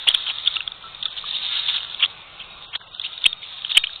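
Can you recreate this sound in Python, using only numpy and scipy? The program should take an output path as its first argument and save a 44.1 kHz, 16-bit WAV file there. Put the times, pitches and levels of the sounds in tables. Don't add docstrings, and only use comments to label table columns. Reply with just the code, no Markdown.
import sys
import numpy as np
from scipy import signal
from scipy.fft import rfft, irfft, next_fast_len
from scipy.io import wavfile
from scipy.ndimage import uniform_filter1d, map_coordinates

SR = 44100
rng = np.random.default_rng(int(sys.argv[2]) if len(sys.argv) > 2 else 0)


def nominal_scale(level):
    x = np.asarray(level, float) / 20
    return 10 ** x


def put_to_file(sound):
    columns = np.atleast_2d(sound).T
    safe = np.clip(columns, -1, 1)
    whole_steps = np.round(safe * 32767)
    wavfile.write(sys.argv[1], SR, whole_steps.astype(np.int16))


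N = 176400
TIME_S = np.arange(N) / SR

# start_s, peak_db, pitch_hz, body_db
KNOCKS = [(0.0415, -20.5, 3843, -9), (0.1143, -9, 3074, -22.5), (0.147, 2, 3530, -19.5),
          (0.1807, -19, 3653, -15), (0.384, -10.5, 3490, -32), (0.4606, -9.5, 3244, -57),
          (0.4748, 1, 3335, -43.5), (0.4784, -3, 3320, -20), (0.5138, -18, 3456, -19),
          (0.5671, -6, 2876, -21), (0.606, -10, 2844, -12.5), (0.6766, -7, 3590, -18),
          (0.7195, -16, 3680, -18), (0.9479, -21, 3570, -14), (1.0556, -5.5, 3592, -21),
          (1.0834, -19, 3350, -15), (1.2121, -19.5, 3724, -26), (1.291, -12.5, 3720, -34.5),
          (1.3099, -10, 3663, -35.5), (1.3534, -19.5, 3480, -40.5), (1.3669, -11, 3568, -36),
          (1.5528, -11.5, 3454, -16), (1.5953, -8.5, 3645, -28),
          (1.7468, -12, 3360, -13.5), (1.8054, -15, 3076, -31), (1.8465, -20.5, 3394, -5),
               (1.946, -13.5, 3310, -16), (2.8135, -36, 3240, 8.5), (2.9477, -21, 3660, -17),
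               (2.9971, -9.5, 3463, -22.5), (3.016, -12.5, 3610, -32), (3.0644, -15.5, 3123, -33),
               (3.1315, -21, 3574, -18), (3.1779, -15.5, 3670, -19), (3.2414, -3.5, 3336, -25),
               (3.3295, -8.5, 3280, -25.5), (3.6481, -7.5, 3304, -18.5), (3.6668, -21.5, 3530, -15),
               (3.706, -22, 3670, -23), (3.7179, -5.5, 3560, -31), (3.8394, -15, 3050, -8),
               (3.8699, -10.5, 3130, -28), (3.8944, -30, 2980, 1), (3.932, -19, 3708, -39.5),
               (3.9598, -12.5, 3856, -37)]
# start_s, peak_db, pitch_hz, body_db, length_s
CRUNCHES = [(0.071, -16, 2947, -12.5, 0.012), (0.076, -13.5, 3030, -31, 0.008),
            (0.081, -16, 3464, -22, 0.0048), (0.095, -15.5, 3570, -14.5, 0.019),
            (0.141, -19, 3474, -9.5, 0.012), (0.264, -18.5, 3527, -13.5, 0.017),
            (0.283, -18, 3430, -13, 0.034), (0.462, -19.5, 3600, -29.5, 0.017), (0.557, -15, 3750, -26, .013),
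            (1.557, -19, 3660, -30.5, .02), (1.682, -17.5, 3580, -19, 0.02), (1.737, -15.5, 3650, -21, 0.051),
            (1.994, -20.5, 3140, -15, 0.031), (2.022, -13.5, 3225, -13, 0.04),
            (2.396, -28.5, 2998, -16.5, 0.03), (2.73, -27, 2950, -8, .022), (2.75, -13.5, 3624, -13, 0.014),
            (3.036, -19, 3300, -28, 0.035), (3.2523, -20.5, 2680, -20, 0.0079),
            (3.2603, -3.5, 3210, -19, 0.007), (3.752, -17.5, 3122, -14.5, .018),
            (3.7716, -5, 2577, -15.5, 0.0093), (3.837, -16.5, 2800, -26.5, 0.013),
            (3.42, -30, 3258, -31, 0.037),
            (1.03, -17, 3790, -23.5, 0.0055),
    (1.167, -23, 3650, -18.5, .03),
    (1.251, -22, 3875, -21, .05),
    (1.337, -19, 3920, -34, 0.046),
    (1.429, -28, 3883, -25, 0.074),
    (3.695, -18.5, 3370, -16.5, 0.036),
]
# start_s, peak_db, pitch_hz
FRACTURES = [(0.0737, -11.3, 2860), (0.079, -5.0, 2830), (0.0812, -9.9, 2980), (0.0829, -12.5, 2970),
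             (0.0854, -8.8, 3210), (0.0871, 1.7, 3190), (0.0895, 1.0, 3260), (0.0919, -5.3, 3340),
             (0.1025, -13.9, 3330), (0.1073, -11.3, 3200), (0.144, -11.1, 3240), (0.1491, -10.0, 3130),
             (0.152, -9.0, 3190), (0.2817, -12.9, 3350), (0.4729, -14.3, 3320), (1.0278, -12.5, 3490),
             (1.0307, -14.9, 3640), (1.0607, -12.1, 3430), (1.466, -14.7, 3620), (1.5651, -14.1, 3400),
             (1.5694, -14.9, 3520), (1.6631, -14.1, 3600), (1.6855, -13.4, 3140), (1.6869, -13.8, 3280),
             (1.6893, -12.8, 3240), (1.6917, -8.6, 3390), (1.6951, -11.5, 3420), (1.6999, -14.7, 3320),
             (1.7609, -13.0, 3420), (2.0263, -9.1, 3200), (2.0288, -6.4, 3120), (2.0308, -12.0, 2970),
             (2.0341, -4.4, 3280), (2.0378, -6.1, 2860), (2.0396, -8.6, 2940), (2.0416, -8.9, 3360),
             (2.0437, -9.3, 3280), (2.0463, -11.7, 3270), (2.0482, -9.1, 3370), (2.7529, -9.9, 3200),
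             (2.7568, -12.7, 3400), (3.2576, -4.4, 2790), (3.2592, -4.7, 2850), (3.2615, -7.2, 2780),
             (3.2632, 3.3, 3020), (3.265, 3.6, 3220), (3.2703, -14.0, 3340), (3.7494, -12.7, 3170),
             (3.7508, -13.9, 3110), (3.7524, -14.2, 3110), (3.7606, -12.1, 3240), (3.762, -12.7, 3140),
             (3.7686, -8.3, 2810), (3.7716, 2.6, 2970), (3.774, 1.6, 2530), (3.7757, 2.5, 2910),
             (3.778, 3.0, 3090), (3.7795, -3.4, 3200), (3.782, -12.8, 2900), (3.8406, -11.9, 3060)]
# start_s, level_db, pitch_hz, t60_s
RINGING_TONES = [(2.5, -41, 3780, .6), (0.1, -34.5, 5100, 0.17), (0.564, -23, 1320, 0.044),
                 (0.84, -35, 1330, 0.24), (1.24, -24, 1184, 0.031), (2.2, -34.5, 2400, 0.057),
                 (2.403, -34.5, 4500, 0.13), (.068, -19, 900, 0.013), (3.773, -12.5, 1400, .015),
                 (4.2, -25.5, 1850, 0.043), (.478, -26, 1400, 0.037), (1.059, -29.5, 1300, 0.052),
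                 (3.244, -30, 3700, .45),
    (3.265, -31, 3690, .4),
    (3.72, -30, 3700, .5),
    (3.78, -32, 3710, .4),
]
# time_s, level_db
DRAG_LEVEL = [(0, -37), (.28, -36), (.5, -33.5), (.76, -48.5), (1.08, -41.5), (1.26, -34.5), (1.5, -28),
              (1.66, -27), (1.82, -35.5), (2.1, -45), (2.64, -48.5), (2.78, -52), (2.95, -45),
              (3.13, -40.5), (3.3, -38), (3.37, -57.5), (3.45, -39), (4, -40.5)]
# freq_hz, level_db
CLAY_RESPONSE = [(240, -65.5), (400, -49), (669, -35), (779, -25.5), (1280, -16.5), (2330, -19.5),
                 (3610, 0), (3900, -1), (5070, -40.5), (8580, -120)]
# freq_hz, level_db
AIR_RESPONSE = [(12, -35), (20, -0.5), (70, -7), (170, -7.5), (260, -17), (598, -9.5), (1290, -4.5),
                (1760, -15.5), (2510, -4), (3900, -15), (5070, -48), (8580, -120)]
# time_s, level_db
AIR_LEVEL = [(0, -56.5), (2.5, -54.5), (2.76, -56), (4, -60)]
# freq_hz, dropped_share
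DROPPED_SHARE = [(700, 0), (1400, .38), (2400, .42), (3000, .15), (4000, .12)]
# start_s, end_s
STARVED_SPANS = [
    (1.0, 1.12),
    (2.66, 2.74),
    (2.775, 3.03),
]
# freq_hz, level_db
STARVED_FLOOR = [(200, -83), (900, -79), (1700, -73), (2250, -60), (2800, -74), (4000, -77)]
# freq_hz, level_db
MIRROR_RESPONSE = [(3700, 1), (4050, -9.5), (4350, -19.5), (4550, -40.5), (4650, -100)]

GRAIN_S, BODY_HZ = 0.000786, 1504


def unit(x):
    return x / np.sqrt(np.mean(x ** 2) + 1e-20)


def along(points, hz):
    freq_hz, value = np.transpose(points)
    return np.interp(np.log(hz + 1), np.log(freq_hz + 1), value)


def curve(rows):
    time_s, value = np.transpose(rows)
    return np.interp(TIME_S, time_s, value)


def wobble(rate_hz):
    knots = rng.standard_normal(int(N * 200 / SR) + 4)
    return unit(map_coordinates(knots, [TIME_S * rate_hz]))


def filtered(x, response):
    size = next_fast_len(N + SR // 2)
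    return irfft(rfft(x, size) * response(np.fft.rfftfreq(size, 1 / SR)), size)[..., :N]


def draws(rows, count):
    return rng.standard_normal((rows, 5, count)).transpose(1, 0, 2)


def grains(start_s, gain, pitch_hz, life_s):
    at = np.round(start_s * SR).astype(int)[:, None] + np.arange(-200, 300)
    t = at / SR - start_s[:, None]
    width_s = life_s[:, None] * np.where(t > 0, 1.4, 1)
    shape = np.exp(-.5 * (t / width_s) ** 2)
    wave = gain[:, None] * shape * np.sin(2 * np.pi * pitch_hz[:, None] * t)
    return np.bincount(np.clip(at, 0, N).ravel(), wave.ravel(), N + 1)[:N]


def cluster(start_s, level_db, pitch_hz, body_db, offset_s, chance):
    high, long, low = chance
    long = long.ravel()
    at_s = (start_s[:, None] + offset_s).ravel()
    gain = nominal_scale(level_db).ravel()
    ring_hz = (pitch_hz[:, None] * np.exp(0.13 * high)).ravel()
    life_s = np.clip(GRAIN_S * np.exp(0.19 * long), 0, .0015)
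    body_gain = gain * nominal_scale(body_db[:, None] + 0 * offset_s).ravel()
    snap = grains(at_s - life_s, gain * nominal_scale(-12), 2840 * np.exp(0.24 * long), 0.00024 + 0 * life_s)
    ring = grains(at_s, gain, ring_hz, life_s)
    body = grains(at_s, body_gain, BODY_HZ * np.exp(0.32 * low.ravel()), 0.81 * life_s)
    return snap + ring + body


def crunches(count=20):
    start_s, peak_db, pitch_hz, body_db, length_s = np.transpose(CRUNCHES)
    *chance, when, size = draws(len(start_s), count)
    progress = (np.arange(count) + .5 + 0.4365 * when) / count
    crowd_db = 10 * np.log10(np.clip(length_s / (count * 2 * GRAIN_S), 0, 1))
    rise_db = -17 * np.clip(.35 - progress, 0, 1)
    fall_db = -14 * np.clip(progress - .45, 0, 1)
    level_db = (peak_db + crowd_db)[:, None] - 2 + rise_db + fall_db + 1.7 * size
    return cluster(start_s, level_db, pitch_hz, body_db, length_s[:, None] * progress, chance)


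def cracks():
    start_s, peak_db, pitch_hz = np.transpose(FRACTURES)
    long, body, thud = rng.standard_normal((len(start_s), 3)).T
    gain = nominal_scale(peak_db - 2.5)
    life_s = .00058 * np.exp(0.095 * long)
    ring = grains(start_s, gain, pitch_hz, life_s)
    dull = grains(start_s, gain * nominal_scale(-19), 2114 * np.exp(0.19 * body), life_s)
    low = grains(start_s, gain * nominal_scale(-28), 0.71 * BODY_HZ * np.exp(.4 * thud), life_s)
    return ring + dull + low


def ticks(count=5):
    chip_spread_s, chip_db = 0.0067, -23
    start_s, peak_db, pitch_hz, body_db = np.transpose(KNOCKS)
    chip = np.arange(count) > 0
    *chance, when, size = draws(len(start_s), count) * np.where(chip, 1, .2)
    offset_s = 1.5 * GRAIN_S + chip * chip_spread_s * (when + 0.4)
    level_db = peak_db[:, None] - 5 + chip * (chip_db + 3 * size)
    return cluster(start_s, level_db, pitch_hz, body_db, offset_s, chance)


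def rings():
    out = np.zeros(N)
    for start_s, level_db, pitch_hz, t60_s in RINGING_TONES:
        t = TIME_S - start_s
        decay = nominal_scale(level_db - 60 * np.abs(t) / t60_s + 2.9 * wobble(79))
        onset = np.clip(t / 0.0019, 0, 1)
        out += decay * onset * np.sin(2 * np.pi * pitch_hz * TIME_S)
    return out


def drag():
    clicks_hz, size_db = 1500, 2.5
    hits = rng.random(N) < clicks_hz / SR
    clicks = hits * nominal_scale(size_db * rng.exponential(size=N)) * rng.standard_normal(N)
    rub = unit(clicks) + rng.standard_normal(N)
    grit = filtered(rub, lambda f: nominal_scale(along(CLAY_RESPONSE, f)))
    swing = nominal_scale(1.1 * wobble(14) + 1.7 * wobble(45))
    return nominal_scale(curve(DRAG_LEVEL) + 2.5) * unit(grit * swing)


def air():
    noise = filtered(rng.standard_normal(N), lambda f: nominal_scale(along(AIR_RESPONSE, f)))
    return nominal_scale(curve(AIR_LEVEL) + 9) * unit(noise)


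def thinned(x):
    frame = dict(fs=SR, window="cosine", nperseg=8192)
    hz, _, z = signal.stft(x, **frame)
    luck = unit(uniform_filter1d(rng.standard_normal(z.shape), size=4, axis=1))
    luck = luck[np.arange(len(hz)) // 6]
    share = along(DROPPED_SHARE, hz)[:, None]
    kept = 1 / (1 + np.exp(-1.7 * luck)) > share
    return signal.istft(z * kept / np.sqrt(1 - share), **frame)[1][:N]


def scene():
    dip_s, dip_length_s, dip_db = 2.787, .009, -11
    duck = nominal_scale(dip_db * np.exp(-((TIME_S - dip_s) / dip_length_s) ** 4))
    bed = duck * thinned(drag() + air())
    return (crunches() + cracks() + ticks() + rings() + bed)[None]


def starved(x):
    frame = dict(fs=SR, window="cosine", nperseg=1408)
    hz, t, z = signal.stft(x, **frame)
    band = np.arange(len(hz)) // 4 * 4 + 2
    level = uniform_filter1d(np.abs(z), size=4, axis=1)[:, np.minimum(band, len(hz) - 1)]
    short = sum((t > a) & (t < b) for a, b in STARVED_SPANS) > 0
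    ragged_db = 6 * rng.standard_normal(z.shape[1:])[band // 4]
    weak = level < nominal_scale(along(STARVED_FLOOR, hz)[:, None] + ragged_db)
    return signal.istft(z * ~(short & weak), **frame)[1][:, :N]


def sampled(x):
    low = filtered(x, lambda f: f < 3950)
    both = low * (1 + 2 * np.cos(2 * np.pi * 8000 * TIME_S))
    return filtered(both, lambda f: nominal_scale(along(MIRROR_RESPONSE, f)) * (f < 4700))


def saturated(x):
    ceiling, knee, sag_s, delay_s = .72, 30, .05, .006
    y = x / (1 + np.abs(x / ceiling) ** knee) ** (1 / knee)
    excess = np.minimum(np.abs(x - y), .05)
    late = np.roll(excess, round(delay_s * SR), axis=1)
    keep = np.exp(-1 / (sag_s * SR))
    sag = signal.lfilter([1], [1, -keep], late, axis=1) * 0.025 * 0.11
    return y - sag


def faint_click():
    return nominal_scale(-38) * np.exp(-((TIME_S - 1.0312) / .00005) ** 2)


def roll_off(x):
    return signal.sosfilt(signal.butter(12, 15500, fs=SR, output="sos"), x)


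def record(dry):
    mix = saturated(sampled(starved(dry))) + faint_click()
    return roll_off(mix)


dry = scene()
out = record(dry)
put_to_file(out)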